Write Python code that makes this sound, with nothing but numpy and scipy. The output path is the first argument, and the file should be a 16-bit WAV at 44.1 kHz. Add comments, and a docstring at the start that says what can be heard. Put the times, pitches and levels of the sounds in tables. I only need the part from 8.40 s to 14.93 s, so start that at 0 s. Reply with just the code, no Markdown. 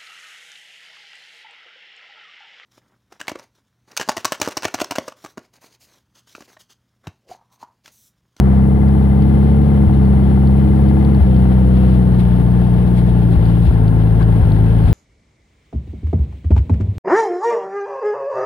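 """The booming exhaust of a four-cylinder vehicle, heard by two microphones in its open back as it tows a
small snow plough with a rider along a forest track. Now and then the exhaust gulps as the revs sink.
The engine's casing knocks, its valves clatter and the tyres rumble. Snow crunches and hisses under the
plough, the towed frame scrapes once, and something small ticks close by.
The left microphone gets most of the treble."""
import sys
import numpy as np
from scipy import signal
from scipy.fft import rfft, irfft, next_fast_len
from scipy.io import wavfile
from scipy.ndimage import uniform_filter1d, minimum_filter1d

SR = 44100
rng = np.random.default_rng(int(sys.argv[2]) if len(sys.argv) > 2 else 0)


def log_audio(samples):
    """Write samples as a 16-bit WAV file to the path given in sys.argv[1]."""
    # one column per channel
    frames = np.atleast_2d(samples).T
    # limit to full scale, then quantise
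    limited = np.clip(frames, -1, 1)
    pcm = np.round(limited * 32767).astype(np.int16)
    wavfile.write(sys.argv[1], SR, pcm)


N = 287973
TIME = np.arange(N) / SR

# spectrum of snow lumps and crusts breaking: (frequency [Hz], relative level [dB])
BREAKING_SNOW = [(500, -19.5), (1000, -12), (1600, -0.5), (2400, -1), (4000, -2), (6200, -23), (10000, -11),
                 (15000, -27.5)]


def exhaust(firings, hz, waver_db=.5, boom_lag_s=.0009):
    """Three strong harmonics of the firing rate, each as loud as the pipe makes it at that pitch."""
    # response of the exhaust pipe: (frequency [Hz], level [dB])
    pipe = [(53, -17), (60, -16.5), (63.5, -11), (69, -13), (110, -12.5), (121, -15), (135, -15.5),
            (165, -16.5), (188, -14), (205, -14.5)]
    # a standing wave in the open back pans the firing tone: (firing rate [Hz], left minus right [dB])
    standing_wave = [(59.5, 6), (63, -2.5), (68, -4)]
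    angle = 2 * np.pi * firings
    first = undb(at(pipe, hz) + waver_db * walk(42)) * np.cos(angle)
    # the pipe's resonance holds the second harmonic back by a share of its cycle
    second = undb(at(pipe, 2 * hz) + waver_db * walk(25)) * np.cos(2 * angle - 2 * np.pi * .13)
    third = undb(at(pipe, 3 * hz) + waver_db * walk(25)) * np.cos(3 * angle)
    pan_db = at(standing_wave, hz)
    boom = two_mics(first, boom_lag_s) * undb(np.array([pan_db, -pan_db]) / 2)
    return np.sqrt(2) * (boom + two_mics(second + third, lag_s=.00068))


def gulping(boom, hz, level_db=-5, pitch_ratio=1.17, fall_hz_per_s=350):
    """In each gulp the boom gives way to one low tone that falls from just above the firing rate."""
    # gulps of the exhaust note: (time [s], half length [s])
    gulps = [(1.479, 0.012), (2.824, 0.023), (4.977, 0.012), (5.293, 0.023), (6.03, 0.013), (6.46, 0.01)]
    for s, half in gulps:
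        dt = TIME - s
        pitch = pitch_ratio * np.interp(s, TIME, hz)
        cycles = pitch * dt - fall_hz_per_s * dt ** 2 / 2
        tone = np.sqrt(2) * undb(level_db) * np.cos(2 * np.pi * cycles)
        share = bump(s, half)
        boom = boom * (1 - share) + two_mics(tone * share, lag_s=.0015)
    return boom


def drone(firings, hz, gain_db=2.0):
    """Weaker, wavering engine tones swell as they cross the resonance of a body panel."""
    # quarter steps mostly come from unequal cylinders, 11.75 and 12.75 from the casing knocks that alternate in
    # sign, the others from belt-driven parts: (frequency [multiple of the firing rate], relative level [dB])
    orders = [(0.5, -46), (0.75, -42), (1.25, -31), (1.5, -30), (1.75, -39), (2.25, -33), (2.31, -29),
              (2.5, -33), (2.75, -38), (3.5, -31), (4.0, -38), (4.5, -40), (4.655, -35.5), (5.0, -42),
              (5.5, -42), (6.0, -42), (6.5, -40), (7.0, -47), (7.5, -47), (8.085, -44), (10.75, -48),
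              (11.75, -45), (12.75, -48)]
    # body panel resonances: (frequency [Hz], half width [Hz], lift [dB])
    panels = [(248, 12, 5.5), (315.2, 6.7, 9), (447, 18, 8), (514, 6.7, 8)]
    tones = 0
    for multiple, db in orders:
        lift_db = sum(lift / (1 + ((multiple * hz - centre) / width) ** 2)
                      for centre, width, lift in panels)
        level = undb(db + lift_db + 1.2 * walk(12))
        cycles = multiple * firings + rng.random() + .03 * walk(9)
        tones = tones + level * np.cos(2 * np.pi * cycles)
    return two_mics(tones * np.sqrt(2) * undb(gain_db), lag_s=.00047)


def knock(firings, hz, knock_db=-36.3, weak_db=-2.5, scatter_db=1.9, rattle_db=-36.0, loose_db=-1.5):
    """One soft knock per crank turn rings the casing; a half-regular rattle keeps it ringing."""
    turns = np.arange(int(firings[-1] / 2))
    jitter, scatter = rng.standard_normal((len(turns), 2)).T
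    times = np.interp(2 * turns + .58, firings, TIME) + .0001 * jitter
    # every second knock is weaker and pushes the casing the other way
    force = np.where(turns % 2, -undb(weak_db), 1) * undb(scatter_db * scatter)
    blows = np.bincount(np.clip(times * SR, 0, N - 1).astype(int), force, N)
    soft_blows = low_pass(blows, hz=1700, order=4)  # oily contacts and the bonnet take the edge off
    regular = np.array([cycle_noise(firings), cycle_noise(firings)])
    rattle = low_pass(regular + undb(loose_db) * noise_pair(.033), hz=2600, order=4)
    # 1 dB louder as the engine labours at low revs
    knocks = unit(casing(soft_blows)) * undb(knock_db - revs(hz))
    return two_mics(knocks, lag_s=.00022) + unit(casing(rattle)) * undb(rattle_db + walk(11))


def casing(force):
    """The engine's casing rings in modes of alternating sign."""
    # casing modes: (frequency [Hz], width [Hz], gain [dB])
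    modes = [(430, 80, 0), (506, 20, -9), (606.5, 140, 3), (775, 60, 10), (877, 21, 12.5), (1111, 42, -8),
             (1382, 54, 0), (1702, 36, -1.5), (2050, 88, -7)]
    return sum((-1) ** k * undb(db) * resonate(force, hz, width)
               for k, (hz, width, db) in enumerate(modes))


def clatter(firings, hz, level_db=-31.5, throb_depth=.1):
    """Valve and gas noise throbs with the firings and partly repeats with every cycle of four."""
    # valve and gas noise: (frequency [Hz], relative level [dB])
    spectrum = [(200, -1.5), (300, -5), (480, -2.5), (600, -8), (880, -5), (1150, -10), (1650, -15),
                (2080, -18), (2400, -25), (3100, -27.5), (4400, -35), (5800, -50)]
    throb = 1 + throb_depth * np.cos(2 * np.pi * (firings - .7))
    noise = two_mics(cycle_noise(firings), lag_s=.0002) + .6 * noise_pair(.1)
    return unit(colour(noise * throb, spectrum)) * undb(level_db + revs(hz) + walk(12))


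def tyres(level_db=-22):
    """The rolling wheels and the body rumble, nearly alike at both microphones."""
    # rolling noise: (frequency [Hz], relative level [dB])
    spectrum = [(12, -31.5), (30, -25), (55, 2.5), (90, -9.5), (160, -2), (250, -6.5), (350, -6.5),
                (500, -19.5), (800, -18), (1600, -61.5)]
    return unit(colour(noise_pair(.9), spectrum)) * undb(level_db + .57 * walk(9))


def snow(crunch_db=-45, hiss_db=-50.5):
    """Behind the vehicle the plough breaks packed snow into dense grains, hisses and crushes lumps."""
    # how hard the plough bites: (time [s], relative level [dB])
    bite = [(0.1, -5), (0.9, -0.5), (3.3, 1.5), (3.6, 2), (4.3, 1), (5.25, 2.5), (5.55, -1), (5.85, 1),
            (6.5, 3.5)]
    # breaking grains: (frequency [Hz], relative level [dB])
    crunch_spectrum = [(600, -16.5), (1500, 7), (2400, 1), (3100, 3), (4400, -7.5), (5400, -13.5),
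                       (7000, -37.5), (10000, -15), (15000, -21.5)]
    # fine hiss above them: (frequency [Hz], relative level [dB])
    hiss_spectrum = [(3530, -27), (6000, -12), (7570, -14), (9110, 2), (9790, 4), (13400, -10),
                     (15200, -7.5), (15600, -3)]
    # lumps being crushed: (time [s], half length [s], level [dB])
    lumps = [(1.545, 0.018, -47), (3.526, 0.06, -45), (3.802, 0.016, -40), (4.581, 0.025, -37.5),
             (4.693, 0.035, -43.5), (4.928, 0.017, -42.5), (5.08, .04, -43), (5.26, 0.055, -43.5),
             (5.82, 0.015, -40), (6.487, 0.035, -39)]
    bite_db = at(bite, TIME)
    grains = undb(1.5 * walk(900) + walk(50) + walk(14))
    crunch = unit(colour(noise_pair(.13) * grains, crunch_spectrum)) * undb(crunch_db + bite_db)
    hiss = unit(colour(noise_pair(.05), hiss_spectrum)) * undb(hiss_db + .3 * bite_db + .7 * walk(30))
    swells = sum(undb(db) * bump(s, half) for s, half, db in lumps)
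    crush = unit(colour(noise_pair(.18) * grains, BREAKING_SNOW)) * swells
    return crunch + hiss + crush + crackle(bite_db)


def crackle(bite_db, per_s=70, spread_db=1.5, level_db=-56.0):
    """Single crusts of snow snap at random, a few louder than the rest."""
    when, rarity = rng.random((int(per_s * N / SR), 2)).T
    sizes = undb(-spread_db * np.log(np.maximum(rarity, .05)))
    snaps = np.bincount((when * N).astype(int), sizes, N)
    return two_mics(unit(colour(snaps, BREAKING_SNOW)), lag_s=.00043) * undb(level_db + bite_db)


def scrape(time_s=5.818, half_s=.016):
    """The towed frame gives one short scrape that rings its resonances."""
    # frame resonances: (frequency [Hz], width [Hz], level [dB])
    modes = [(1020, 300, -31.5), (1560, 240, -30.5), (2250, 400, -47)]
    ring = 0
    for hz, width, db in modes:
        band = resonate(noise_pair(.2), hz, width)
        ring = ring + unit(resonate(band, hz, 4 * width)) * undb(db)
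    return ring * bump(time_s, half_s)


def ticks(ring_hz=4500, body_hz=3500, body_db=-2.5, attack_s=.00033, decay_s=.00063, size=600):
    """Tiny hard contacts close to the microphones, each ringing at two pitches for a few cycles."""
    # contacts: (time [s], relative peak level [dB])
    contacts = [(0.4844, -37.5), (0.8234, -38), (1.1248, -48), (1.653, -40), (2.0736, -35), (2.2942, -49),
                (2.4882, -37), (2.6489, -34.5), (2.7482, -36), (2.9644, -37), (3.371, -42), (3.7464, -40),
                (4.1206, -41), (5.0559, -36), (5.4804, -33.5), (5.8287, -33.5), (6.1192, -32)]
    out, t = np.zeros(N + size), np.arange(size) / SR
    envelope = (1 - np.exp(-t / attack_s)) * np.exp(-t / decay_s)
    body = undb(body_db) * np.sin(2 * np.pi * body_hz * t)
    for s, db in contacts:
        hz = ring_hz * (1 + .03 * rng.standard_normal())
        ring = envelope * (np.sin(2 * np.pi * hz * t) - body)
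        start = int(s * SR)
        out[start:start + size] += undb(db) * ring / np.abs(ring).max()
    return low_pass(out[:N], hz=5300, order=6) * undb([[3.0], [13.0]])  # left, right


def revs(hz):
    """How fast the engine runs: 0 at low revs, 1 at high."""
    return np.interp(hz, [60, 66], [0, 1])


def cycle_noise(firings, size=2600):
    """Noise that repeats with every cycle of four firings."""
    return unit(np.interp(firings / 4 % 1 * size, np.arange(size), rng.standard_normal(size)))


def two_mics(x, lag_s):
    """The sound reaches the right microphone a little after the left."""
    return np.array([x, np.interp(TIME - lag_s, TIME, x)])


def noise_pair(share):
    """White noise at two microphones; a share of its power is common, 13 samples later on the right."""
    common = rng.standard_normal(N)
    separate = rng.standard_normal((2, N))
    return np.sqrt(share) * np.array([common, np.roll(common, 13)]) + np.sqrt(1 - share) * separate


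def walk(rate):
    """Random levels held 1 / rate s and smoothed twice; spread near 1."""
    hold = int(SR / rate)
    steps = np.repeat(rng.standard_normal(N // hold + 1), hold)
    return 1.3 * uniform_filter1d(uniform_filter1d(steps, hold), hold)[:N]


def bump(s, half):
    """A smooth swell of height 1 around time s."""
    return np.exp(-((TIME - s) / half) ** 2)


def colour(x, points):
    """Filter by a spectrum of (frequency [Hz], gain [dB]) points."""
    hz, db = np.transpose(points)
    size = next_fast_len(N + 4096)
    bins_hz = np.maximum(np.fft.rfftfreq(size, 1 / SR), 1)
    gain = undb(np.interp(np.log(bins_hz), np.log(hz), db))
    return irfft(rfft(x, size) * gain, size)[..., :N]


def resonate(x, hz, width_hz):
    """One resonance, gain 1 at its centre."""
    return signal.lfilter(*signal.iirpeak(hz, hz / width_hz, fs=SR), x)


def low_pass(x, hz, order):
    """Dull the sound above hz."""
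    return signal.sosfilt(signal.butter(order, hz, fs=SR, output="sos"), x)


def at(points, x):
    """Read a two-column table at a moving frequency or time."""
    return np.interp(x, *np.transpose(points))


def undb(db):
    """Decibels to gain."""
    return 10 ** (np.asarray(db) / 20)


def unit(x):
    """Scale to rms 1."""
    return x / np.sqrt(np.mean(x ** 2))


def scene():
    """The firing count drives all engine sounds; the right microphone is shaded."""
    # engine speed: (time [s], firing rate [Hz])
    speed = [(0, 64.8), (0.4, 67.6), (0.72, 66.3), (1.22, 69.6), (1.65, 66.3), (2.15, 67.0), (2.72, 68.2),
             (2.9, 63.4), (3.45, 63.5), (3.85, 60.3), (4.65, 60.1), (5.05, 56.0), (5.22, 58.2),
             (5.42, 54.2), (5.95, 56.1), (6.08, 51.8), (6.33, 56.3), (6.53, 53.3)]
    # shading of the right microphone: (frequency [Hz], gain [dB])
    right_shade = [(60, -3.5), (130, -1), (200, -2.5), (300, -8.5), (470, -0.5), (700, -11.5), (1200, -9.5),
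                   (2400, -19), (4400, -10), (9000, -23), (13500, -14), (15500, -2)]
    hz = at(speed, TIME)
    firings = np.cumsum(hz) / SR
    boom = exhaust(firings, hz) + drone(firings, hz)
    engine = gulping(boom, hz) + knock(firings, hz) + clatter(firings, hz)
    left, right = engine + tyres() + snow() + scrape() + ticks()
    return np.array([left, colour(right, right_shade)])


def record(dry, ceiling=.93, window=600, top_hz=15750):
    """A limiter holds the highest peaks down; the recorder cuts the top of the treble."""
    allowed = np.minimum(1, ceiling / (np.abs(dry).max(axis=0) + 1e-9))
    gain = uniform_filter1d(minimum_filter1d(allowed, window), window)
    return signal.sosfilt(signal.ellip(10, .1, 80, top_hz, fs=SR, output="sos"), dry * gain)


dry = scene()
out = record(dry)
log_audio(out)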